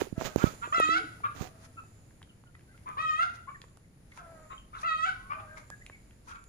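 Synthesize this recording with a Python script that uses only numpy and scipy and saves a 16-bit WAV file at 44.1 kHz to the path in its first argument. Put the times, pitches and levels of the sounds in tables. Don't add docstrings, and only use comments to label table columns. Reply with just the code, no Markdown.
import sys
import numpy as np
from scipy import signal
from scipy.fft import rfft, irfft
from scipy.io import wavfile

SR = 44100
rng = np.random.default_rng(int(sys.argv[2]) if len(sys.argv) > 2 else 0)


def wrap_up_sound(samples):
    columns = np.atleast_2d(samples).T
    tamed = np.clip(columns, -1, 1)
    steps = np.round(tamed * 32767).astype(np.int16)
    wavfile.write(sys.argv[1], SR, steps)


def attenuation_scalar(level_db):
    decades = np.asarray(level_db, float) / 20
    return 10 ** decades


N = 285812


def rms_one(x):
    return x / np.sqrt(np.mean(x ** 2) + 1e-20)


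def at_hz(points, hz):
    point_hz, point_db = np.transpose(points)
    return np.interp(np.log(hz), np.log(point_hz), point_db)


def wobble(size, rate_hz):
    r = np.exp(-2 * np.pi * rate_hz / SR)
    noise = rng.standard_normal(size + 1200)
    return rms_one(signal.lfilter([1], [1, -2 * r, r * r], noise)[1200:])


def band_pass(x, order, low_hz, high_hz):
    return signal.sosfilt(signal.butter(order, [low_hz, high_hz], "band", fs=SR, output="sos"), x)


def glide_sine(hz):
    return np.sin(2 * np.pi * np.cumsum(hz) / SR)


def add(out, s, sound, pan_db=0., lag_s=0.):
    for side, (gain_db, start) in enumerate([(pan_db / 2, s), (-pan_db / 2, s + lag_s)]):
        i = round(start * SR)
        piece = sound[max(-i, 0):N - i]
        out[side, max(i, 0):max(i, 0) + len(piece)] += attenuation_scalar(gain_db) * piece


def swells(rows):
    t = np.arange(0, N, 16) / SR
    gain = 0
    for s, db, rise_s, fall_s in rows:
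        away = np.where(t < s, (s - t) / rise_s, (t - s) / fall_s)
        gain = gain + attenuation_scalar(db - 20 * away)
    return np.interp(np.arange(N) / SR, t, gain)


def coloured(spectrum, white):
    hz = np.maximum(np.arange(N // 2 + 1) * SR / N, 1)
    return irfft(rfft(white) * attenuation_scalar(at_hz(spectrum, hz)) * np.sqrt(SR / 2), N)


def grains(rate_per_s, spread_db, smooth):
    sizes = attenuation_scalar(spread_db * np.minimum(rng.exponential(1, (2, N)), 5))
    sizes = sizes * rng.choice([-1, 1], (2, N))
    clicks = sizes * (rng.random((2, N)) < rate_per_s / SR)
    return rms_one(clicks) + smooth * rng.standard_normal((2, N))


# time in seconds, left-right balance in dB, lag of the right side in ms.
HEN_BEARING = [(.4, -10, 0.37), (.85, -1, 0.49), (1.23, 2, 0.35), (2.97, 2.5, 0.44), (3.47, 7.5, 0.12),
               (4.5, 5, 0.56), (4.83, 2.1, 0.43), (5.3, 4.5, 0.36)]


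def bearing(s):
    times, pan_db, lag_ms = np.transpose(HEN_BEARING)
    return np.interp(s, times, pan_db), np.interp(s, times, lag_ms) / 1000


def voice(pitch_hz, rough, throat, tilt_db, odd_db, mouth_hz, mouth_db, count):
    size, rough = len(pitch_hz), np.clip(rough, 0, 1)
    drift = 0.0047 * wobble(size, 42) + 0.00081 * wobble(size, 260)
    drift = drift + 0.16 * rough ** 2 * wobble(size, 350)
    turns = np.cumsum(pitch_hz * (1 + drift)) / SR
    out, power = np.zeros(size), 1e-12
    for k in range(1, count + 1):
        hz = k * pitch_hz
        mouth = mouth_db * np.exp(-((hz - mouth_hz) / 130) ** 2)
        gain = attenuation_scalar(at_hz(throat, hz) + tilt_db * np.log2(k / 2) + odd_db * (k % 2) + mouth)
        depth = 1.2 * rough + np.minimum((.35 + 5 * rough) * (hz / 4500) ** 2, .9)
        shake = attenuation_scalar(min(.2 + .09 * k * k, 5.5) * wobble(size, 18))
        shake = shake * (1 + depth * wobble(size, 145))
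        out += gain * shake * np.sin(2 * np.pi * (k * turns + rng.random()))
        power = power + gain ** 2 / 2 * (1 + depth ** 2)
    return out / np.sqrt(power)


# time in seconds, pitch in Hz, level in dB, roughness from 0 to 1.
SQUAWK_CURVES = [
    [(.722, 565, -27, 0.02), (.736, 653, -31, 0.14), (.756, 688, -27, 0.13), (.785, 661.5, -29.5, 0.14),
     (.82, 623, -28.5, 0.03), (.88, 642, -35, 0.12), (.93, 663, -29, 0.06), (.968, 730, -30, 0.18),
     (.99, 760, -34.5, 0.32)],
    [(2.968, 520, -38, 0.3), (2.99, 619, -35.5, 0), (3.015, 641.5, -36, 0), (3.105, 620.4, -36, 0),
     (3.159, 627, -39.5, 0), (3.187, 655, -35.5, 0.01), (3.212, 688, -30, 0.02),
     (3.232, 716.4, -27.5, 0.17), (3.245, 740, -71, 0.2)],
    [(4.828, 574.5, -37, 0.36), (4.843, 665, -34.5, 0), (4.858, 692.7, -36.5, 0.07),
     (4.89, 642.4, -32.5, 0), (4.955, 631, -37.5, 0), (5.018, 645.6, -38.5, 0), (5.045, 663, -31.5, 0),
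     (5.064, 769.6, -36.5, 0.13), (5.105, 709, -38, 0.17)],
]
# frequency in Hz, gain in dB.
SQUAWK_THROAT = [(300, -7), (640, -11), (1000, 28.5), (1350, 7.5), (1900, 3.5), (2550, -1), (3200, -7.5),
                 (3900, -13), (4500, -21), (5200, -25.5), (7000, -30.5), (11000, -58.5)]


def squawks():
    out = np.zeros((2, N))
    for rows in SQUAWK_CURVES:
        times, *columns = np.transpose(rows)
        t = np.arange(times[0], times[-1], 1 / SR)
        hz, db, rough = [np.interp(t, times, column) for column in columns]
        size = len(t)
        edges = signal.windows.tukey(size, .04)
        tilt_db = 1.5 - 10 * np.exp(-np.arange(size) / SR / .014)
        call = voice(hz, rough, SQUAWK_THROAT, tilt_db, 0, 1425, 10.9, count=18)
        rasp = rms_one(band_pass(rng.standard_normal(size), 2, 3000, 5000))
        call = call + attenuation_scalar(-3.5) * rough * rasp * np.linspace(0, 1, size) ** 2
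        add(out, times[0], attenuation_scalar(db + 3.5) * call * edges, *bearing(times[0]))
    return out


# start in seconds, level in dB, pulse rate in Hz, mouth resonance in Hz, length in seconds.
CLUCK_CALLS = [(0.388, -34, 236.2, 1300, 0.061), (0.448, -37, 218.6, 1300, 0.03),
               (0.61, -31, 242.4, 1360, 0.056), (1.232, -30.5, 238.7, 1247, 0.033),
               (2.854, -39.5, 206.5, 1110, 0.064), (3.474, -51.5, 290, 1140, 0.032),
               (4.166, -48.5, 264.5, 1460, 0.035), (4.489, -43, 216.6, 1170, 0.051),
               (4.723, -43, 218.3, 1200, 0.059), (5.29, -36, 305.7, 1244, 0.0579),
               (5.387, -46.5, 294, 1280, 0.029), (5.557, -48, 247, 2230, 0.032),
               (6.264, -46, 233, 1260, 0.071), (6.336, -47.5, 232.4, 1235, 0.035)]
# frequency in Hz, gain in dB.
CLUCKING_THROAT = [(250, -16.5), (600, -20.5), (820, -23), (980, 2), (1250, 4), (1480, 2.5), (1750, -9.5),
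                   (2080, -11.5), (2400, -4.5), (2900, -21.5), (3400, -17), (4200, -28), (9000, -45)]


def clucks():
    out = np.zeros((2, N))
    for s, db, hz, mouth_hz, length in CLUCK_CALLS:
        t = np.arange(round(2 * length * SR)) / SR / length
        rough = (-17 - db) / 75
        pitch_hz = hz * (1 - .16 * np.exp(-t / 0.253))
        shape = (1 - np.exp(-(t / .36) ** 2)) * np.exp(-(t / 0.95) ** 4)
        tilt_db = -10 * np.exp(-t / 0.16)
        odd_db = 0.04 * (hz - 228)
        call = voice(pitch_hz, rough, CLUCKING_THROAT, tilt_db, odd_db, mouth_hz, 10.9, count=18)
        add(out, s, attenuation_scalar(db - 0.5) * shape * call, *bearing(s))
    return out


# start in seconds, length in seconds, start pitch in Hz, end pitch in Hz, level in dB.
CLUCK_CORES = [(.62, 0.059, 936, 1004, -49), (1.234, 0.032, 1138, 1180, -31),
               (2.856, 0.025, 997, 1038, -45.5), (2.882, 0.046, 1214, 1215, -48),
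               (3.471, .04, 1018, 1179, -42), (4.505, 0.03, 1121, 1112, -47.5),
               (4.732, 0.035, 1158, 1425, -44), (5.294, 0.0522, 1104, 1215, -34),
               (5.342, 0.074, 1238, 1177, -47), (6.268, 0.02, 952, 994, -55),
               (6.29, 0.043, 1402, 1400, -58)]
# multiple of the pitch, level in dB.
CLUCK_CORE_PARTIALS = [(.5, -27), (1, 3.5), (1.5, -17.5), (2, -14), (2.5, -30), (3, -43)]


def cluck_cores():
    out = np.zeros((2, N))
    for s, length, start_hz, end_hz, db in CLUCK_CORES:
        t = np.linspace(0, 1, round(length * SR))
        hz = end_hz + (start_hz - end_hz) * np.exp(-(t / 0.406) ** 2)
        hz = hz * (1 + 0.016 * wobble(len(t), 105))
        tone = 0
        for multiple, partial_db in CLUCK_CORE_PARTIALS:
            flutter_db = 3 * wobble(len(t), 90)
            tone = tone + attenuation_scalar(partial_db + flutter_db) * glide_sine(multiple * hz)
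        add(out, s, attenuation_scalar(db) * np.hanning(len(t)) ** 0.52 * tone, *bearing(s))
    return out


# start in seconds, length in seconds,
# second partial at the start in Hz, the same at the end in Hz, level in dB.
FAR_CROONS = [
    (0.15, 0.2, 668.5, 622, -48),
    (1.474, 0.27, 679, 650, -65),
    (4.168, 0.344, 758, 636.7, -52.5),
    (5.33, 0.33, 654.6, 622, -54),
]
# frequency in Hz, gain in dB.
CROON_THROAT = [(300, -17), (640, 6), (960, -1), (1280, 13), (1620, 4), (2200, -4), (3000, -41),
                (4000, -15.5)]


def croons():
    out = np.zeros((2, N))
    for s, length, start_hz, end_hz, db in FAR_CROONS:
        t = np.arange(round(length * SR)) / SR
        hz = end_hz + (start_hz - end_hz) * np.exp(-t / 0.064)
        hz = hz * (1 + .012 * wobble(len(t), 6.1))
        shape = attenuation_scalar(db - 7 * t / length) * signal.windows.tukey(len(t), .3)
        call = voice(hz / 2, 0.303, CROON_THROAT, 0, 0, 634, 11.0, count=10)
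        add(out, s, shape * call, .4, .00011)
    return out


# start in seconds, length in seconds, start pitch in Hz, end pitch in Hz, level in dB.
COOS = [
    (0.821, 0.19, 296, 330, -43),
    (1.035, 0.032, 302, 290, -46),
    (1.0, 0.048, 440, 430, -49),
]
# seconds, seconds, Hz, Hz,
# dB.
FAR_PEEPS = [(1.389, 0.098, 781, 729, -53), (1.769, 0.04, 1328, 1287, -45),
             (1.772, 0.032, 2670, 2540, -55.5), (2.284, 0.038, 3170, 2670, -65),
             (2.298, 0.02, 1380, 1350, -70), (2.36, 0.058, 2340, 2030, -82),
             (2.457, 0.043, 1428, 1410, -62.5), (2.545, 0.016, 1950, 1940, -57),
             (2.741, 0.023, 1315, 1490, -63), (2.472, 0.013, 3030, 2960, -65),
             (2.675, 0.056, 1500, 1620, -65), (2.695, 0.12, 2000, 2180, -71),
             (3.544, 0.019, 1880, 1750, -48.5), (3.835, 0.028, 2310, 1900, -72),
             (4.116, 0.012, 2180, 2140, -52), (4.575, 0.016, 3090, 3080, -49), (4.6, 0.02, 3040, 2800, -62),
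             (4.782, 0.016, 4080, 3270, -53), (5.134, 0.22, 1013, 1146, -60), (5.37, 0.095, 835, 797, -56),
             (5.478, 0.096, 1575, 1610, -52), (5.708, 0.041, 1677, 1660, -46),
             (5.81, 0.02, 1730, 2120, -55), (5.916, 0.044, 2340, 2100, -51),
             (5.939, 0.049, 2090, 2000, -67), (6.092, 0.05, 2060, 1750, -74)]


def far_birds():
    out = np.zeros((2, N))
    for s, length, start_hz, end_hz, db in COOS:
        hz = np.linspace(start_hz, end_hz, round(length * SR))
        level = attenuation_scalar(db + 3 + 1.5 * wobble(len(hz), 25)) * np.hanning(len(hz)) ** 0.14
        add(out, s, level * glide_sine(hz))
    for s, length, start_hz, end_hz, db in FAR_PEEPS:
        hz = np.linspace(start_hz, end_hz, round(length * SR))
        hz = hz * (1 + 0.014 * wobble(len(hz), 180))
        level = attenuation_scalar(db + 2 + 3.4 * wobble(len(hz), 146)) * np.hanning(len(hz)) ** 0.24
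        add(out, s, level * glide_sine(hz), 0, .0002)
    return out


# start in seconds, peak level in dB, centre in Hz, sharp edge in dB.
PECKS = [(.675, -37, 400, -34), (1.204, -45, 500, -19), (1.351, -48, 390, -17), (1.838, -52, 680, -10),
         (2.108, -52, 1280, -22), (2.217, -45, 1300, -20), (2.228, -40, 2400, -27), (2.274, -61, 1190, -14),
         (2.438, -50.5, 750, -25), (2.552, -48.5, 1700, -26), (2.593, -53, 1850, -12),
         (2.609, -53, 2260, -26), (2.64, -65, 890, -19), (2.777, -50.5, 2130, -25), (2.89, -48, 460, -3),
         (3.617, -35, 2500, -25), (3.64, -45, 745, -20), (3.772, -52, 770, -0.5), (4.119, -49, 2170, -14),
         (4.175, -38.5, 990, -14), (4.53, -49, 500, -17), (5.574, -49, 3600, -17), (5.702, -37, 750, 0.5),
         (5.864, -35.5, 2850, -33), (5.898, -37.5, 1220, -34), (5.898, -45, 402, -43),
         (6.109, -49, 2200, -32), (6.357, -46, 2340, -25), (6.44, -51, 2480, -5)]


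def ticks():
    out, t = np.zeros((2, N)), np.arange(1500) / SR
    for s, db, hz, edge_db in PECKS:
        burst = rng.standard_normal((2, len(t))) * np.exp(-t / [[.0015], [.0007]])
        wood = band_pass(burst[0], 2, .62 * hz, 1.6 * hz)
        edge = band_pass(burst[1], 2, 3500, 11000)
        tick = wood / np.abs(wood).max() + attenuation_scalar(edge_db + 1) * edge / np.abs(edge).max()
        pan_db = -9 if hz < 1050 else 0.5
        add(out, s, attenuation_scalar(db) * tick, pan_db, .00007)
    return out


# peak in seconds, peak level in dB, rise and fall in seconds per 20 dB.
SCUFFLES = [
    (1.654, -60.5, 0.079, 0.025),
    (2.76, -86, 0.016, 0.051),
    (3.354, -61, 0.031, 0.039),
    (3.635, -88, 0.033, 1),
    (4.176, -63, 0.064, 0.053),
    (4.82, -56.5, 0.07, 0.036),
    (5.58, -61.5, 0.028, 0.061),
    (6.29, -59.5, 0.035, 0.1),
]
# frequency in Hz, level in dB per Hz.
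LITTER_COLOUR = [(300, -45), (900, 7), (1500, 5), (3000, -5.5), (6000, -1), (10000, -19), (15500, -23)]


def litter():
    return attenuation_scalar(7.5) * swells(SCUFFLES) * rms_one(coloured(LITTER_COLOUR, grains(2500, 3.7, 0.94)))


# time in seconds, signed push, swing in Hz, width in cycles, crack in dB.
FINGER_BUMPS = [(0.013, 0.22, 1280, 0.43, -84), (0.019, -0.15, 503, 2.05, -66),
                (0.071, .015, 500, 5.1, -88), (0.1275, -.084, 209, 0.7, -53.5),
                (0.18, 0.18, 159, 0.47, -75), (0.212, 0.27, 610, 0.3, -52), (0.235, .01, 504, 1.1, -54),
                (.258, .01, 500, 0.92, -42), (0.2198, 0.12, 478, 0.55, -82), (.361, 0.52, 328, 0.56, -27.5),
                (0.3797, -.074, 151, 0.65, -44), (0.435, -0.02, 423, 4.6, -33),
                (.441, 1.07, 185, 0.41, -44), (0.47, -0.056, 176, 1.4, -60), (0.891, 0.068, 413, 1.4, -44),
                (1.411, 0.092, 153, 0.7, -54), (1.425, .04, 353, 0.84, -40), (1.492, .015, 400, 0.16, -51)]
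# seconds, push, Hz, cycles, dB.
HAND_TAPS = [
    (0.459, 0.017, 2800, 2.7, -48),
    (.537, 0.01, 496.8, 1.3, -69),
    (.782, 0.049, 493.6, 1.04, -55),
    (0.801, .18, 634, 1.5, -33),
]


def bumps():
    out, t = np.zeros((2, N)), np.arange(-600, 900) / SR
    for rows, pan_db in [(FINGER_BUMPS, -43), (HAND_TAPS, 11)]:
        for s, push, hz, cycles, crack_db in rows:
            width = np.where(t < 0, .32, .75) * cycles / hz
            swing = -np.sin(2 * np.pi * hz * t * np.where(t < 0, 1, .75)) * np.exp(-(t / width) ** 2)
            crack = rng.standard_normal(len(t)) * np.exp(-np.abs(t + 0.12 / hz) / 0.00089)
            knock = 1.44 * push * swing + attenuation_scalar(crack_db) * crack
            add(out, s - 600 / SR, knock * attenuation_scalar(-abs(pan_db) / 2), pan_db)
    return signal.sosfilt(signal.butter(2, 55, "high", fs=SR, output="sos"), out + 1e-18)


# peak in seconds, peak level in dB, rise and fall in seconds per 20 dB.
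RUBS = [
    (.002, -55.5, 0.0031, 0.074),
    (.18, -72, .004, 0.28),
    (.215, -63.5, 0.034, 0.088),
    (.258, -53.5, 0.023, 0.044),
    (.385, -63, 0.02, 0.13),
    (.47, -61, .12, 0.086),
    (1.36, -69.5, 0.016, 0.14),
    (1.42, -63, 0.036, 0.049),
    (1.475, -72, .1, 0.02),
]
# frequency in Hz, level in dB per Hz.
SKIN_COLOUR = [(60, -5), (300, -4), (800, -7.5), (2500, -13.5), (6000, -20), (10000, -24), (15500, -27.5)]


def rubbing():
    skin = rms_one(coloured(SKIN_COLOUR, grains(1500, 1.5, 0.61)))
    skin[0] = signal.sosfilt(signal.butter(2, 5000, fs=SR, output="sos"), skin[0])
    return swells(RUBS) * skin * attenuation_scalar([[-2], [24]])


# delay in seconds, level in dB.
WALL_SLAPS = [
    (.067, -3.5),
    (0.16, -26),
]


def yard(x):
    t60_s, coop_share, coop_lag_s = 0.56, 0.4, .00042
    t = np.arange(round(.9 * SR)) / SR
    white = rng.standard_normal((2, len(t))) * (t > .006)
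    dull = signal.sosfilt(signal.butter(1, 13300, fs=SR, output="sos"), white)
    tail = dull * attenuation_scalar(-60 * t / t60_s) + 2.45 * white * attenuation_scalar(-60 * t / (0.23 * t60_s))
    for delay_s, db in WALL_SLAPS:
        tail += attenuation_scalar(db + 9) * dull * (t > delay_s) * np.exp(-np.abs(t - delay_s) / 0.0013)
    coop = np.roll(tail[0], round(coop_lag_s * SR))
    tail[1] = coop_share * coop + np.sqrt(1 - coop_share ** 2) * tail[1]
    tail = tail / np.sqrt(np.sum(tail ** 2, axis=1, keepdims=True))
    return signal.fftconvolve(x[[0, 0]], tail, axes=1)[:, :N]


# peak in seconds, peak level in dB, rise and fall in seconds per 20 dB.
INSECT_SWELLS = [
    (.42, -75, .05, 0.3),
    (.87, -50.5, 0.86, 0.26),
    (1.91, -66.5, 1, 1),
    (3.12, -65, 0.41, 0.084),
    (3.66, -65.5, 0.52, 0.27),
    (4.55, -61.5, 0.41, 0.16),
    (5.79, -63.5, 0.94, 0.72),
    (6.48, -63.5, 0.24, .1),
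]


def insect():
    centre_hz, width_hz = 7150, 650
    low_hz, high_hz = centre_hz - width_hz / 2, centre_hz + width_hz / 2
    whine = band_pass(rng.standard_normal(N), 1, low_hz, high_hz)
    whine = rms_one(band_pass(whine, 1, low_hz, high_hz))
    return swells(INSECT_SWELLS) * whine * attenuation_scalar([[-9], [-4]])


# peak in seconds, peak level in dB, rise and fall in seconds per 20 dB.
MOTOR_SWELLS = [
    (1.3, -55.5, 0.47, 1.6),
    (2.5, -68.5, 1, 1.1),
    (5.45, -55.5, 0.69, .6),
]
# seconds, dB, seconds, seconds.
LORRY_SWELLS = [
    (4.5, -58, 0.93, 1),
    (5.3, -65, 0.83, 0.92),
    (6.1, -63.5, 0.61, 1.5),
]


def motors():
    out = 0
    for rows, hz in [(MOTOR_SWELLS, 104.2), (LORRY_SWELLS, 45.2)]:
        drone = band_pass(rng.standard_normal(N), 2, 0.847 * hz, 1.13 * hz)
        out = out + swells(rows) * rms_one(drone)
    return out


# frequency in Hz, level in dB per Hz.
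AIR_COLOUR = [(25, -87), (50, -81.5), (120, -79.5), (250, -91), (500, -99), (1000, -108), (2000, -109),
              (3300, -116), (4900, -114), (8000, -121), (15500, -126)]
# frequency in Hz, likeness from -1 to 1.
AIR_LIKENESS = [(60, 0.91), (240, 0.93), (950, 0), (3770, 0), (15000, 0.22)]
# time in seconds, level in dB.
BREEZE_LEVEL = [(0, 19), (.11, 4.5), (.25, 6.5), (.5, 11.5), (1, 9.5), (1.5, 5.5), (2.5, -0.5), (3, 5.5),
                (3.9, -1.5), (4.3, 4.5), (4.7, 1), (5.1, 5), (5.9, 3), (6.48, -1)]


def air():
    hz = np.maximum(np.arange(N // 2 + 1) * SR / N, 1)
    alike = np.clip(at_hz(AIR_LIKENESS, hz), -1, 1)
    mid, side = rfft(coloured(AIR_COLOUR, rng.standard_normal((2, N))))
    both = np.sqrt(1 + alike) * mid + np.sqrt(1 - alike) * side * [[1], [-1]]
    bass = 1 / (1 + (hz / 400) ** 2)
    breeze_db = np.interp(np.arange(N) / SR, *np.transpose(BREEZE_LEVEL))
    rumble = irfft(both * bass, N) * attenuation_scalar(-2 + 0.22 * breeze_db)
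    hiss = irfft(both * (1 - bass), N) * attenuation_scalar(breeze_db)
    return rumble + hiss


def scene():
    loud_calls = squawks()
    low_calls = clucks() + cluck_cores() + croons()
    small = ticks() + far_birds()
    echoes = attenuation_scalar(-9.5) * yard(attenuation_scalar(6.5) * loud_calls + attenuation_scalar(4.5) * low_calls + small)
    hands = bumps() + rubbing()
    return loud_calls + low_calls + small + echoes + litter() + hands + insect() + motors() + air()


# centre in Hz, width in Hz, gain in dB.
LEFT_CAVITIES = [(6700, 2080, -24.5), (10090, 5960, 23.5), (13870, 6360, -17)]
RIGHT_CAVITIES = [(6770, 1870, 10.5), (9760, 6500, -12.5), (14700, 1700, 10.5)]


def port(x, cavities):
    for hz, width_hz, db in cavities:
        w, g = 2 * np.pi * hz / SR, attenuation_scalar(db / 2)
        a = np.sin(w) * width_hz / hz / 2
        middle = -2 * np.cos(w)
        x = signal.lfilter([1 + a * g, middle, 1 - a * g], [1 + a / g, middle, 1 - a / g], x)
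    return x


def roll_off(x):
    return signal.sosfilt(signal.butter(12, 16660, fs=SR, output="sos"), x)


def record(dry):
    ports = np.array([port(dry[0], LEFT_CAVITIES), port(dry[1], RIGHT_CAVITIES)])
    mix = signal.sosfilt(signal.cheby2(12, 50, 15950, fs=SR, output="sos"), ports)
    return roll_off(mix)


dry = scene()
out = record(dry)
wrap_up_sound(out)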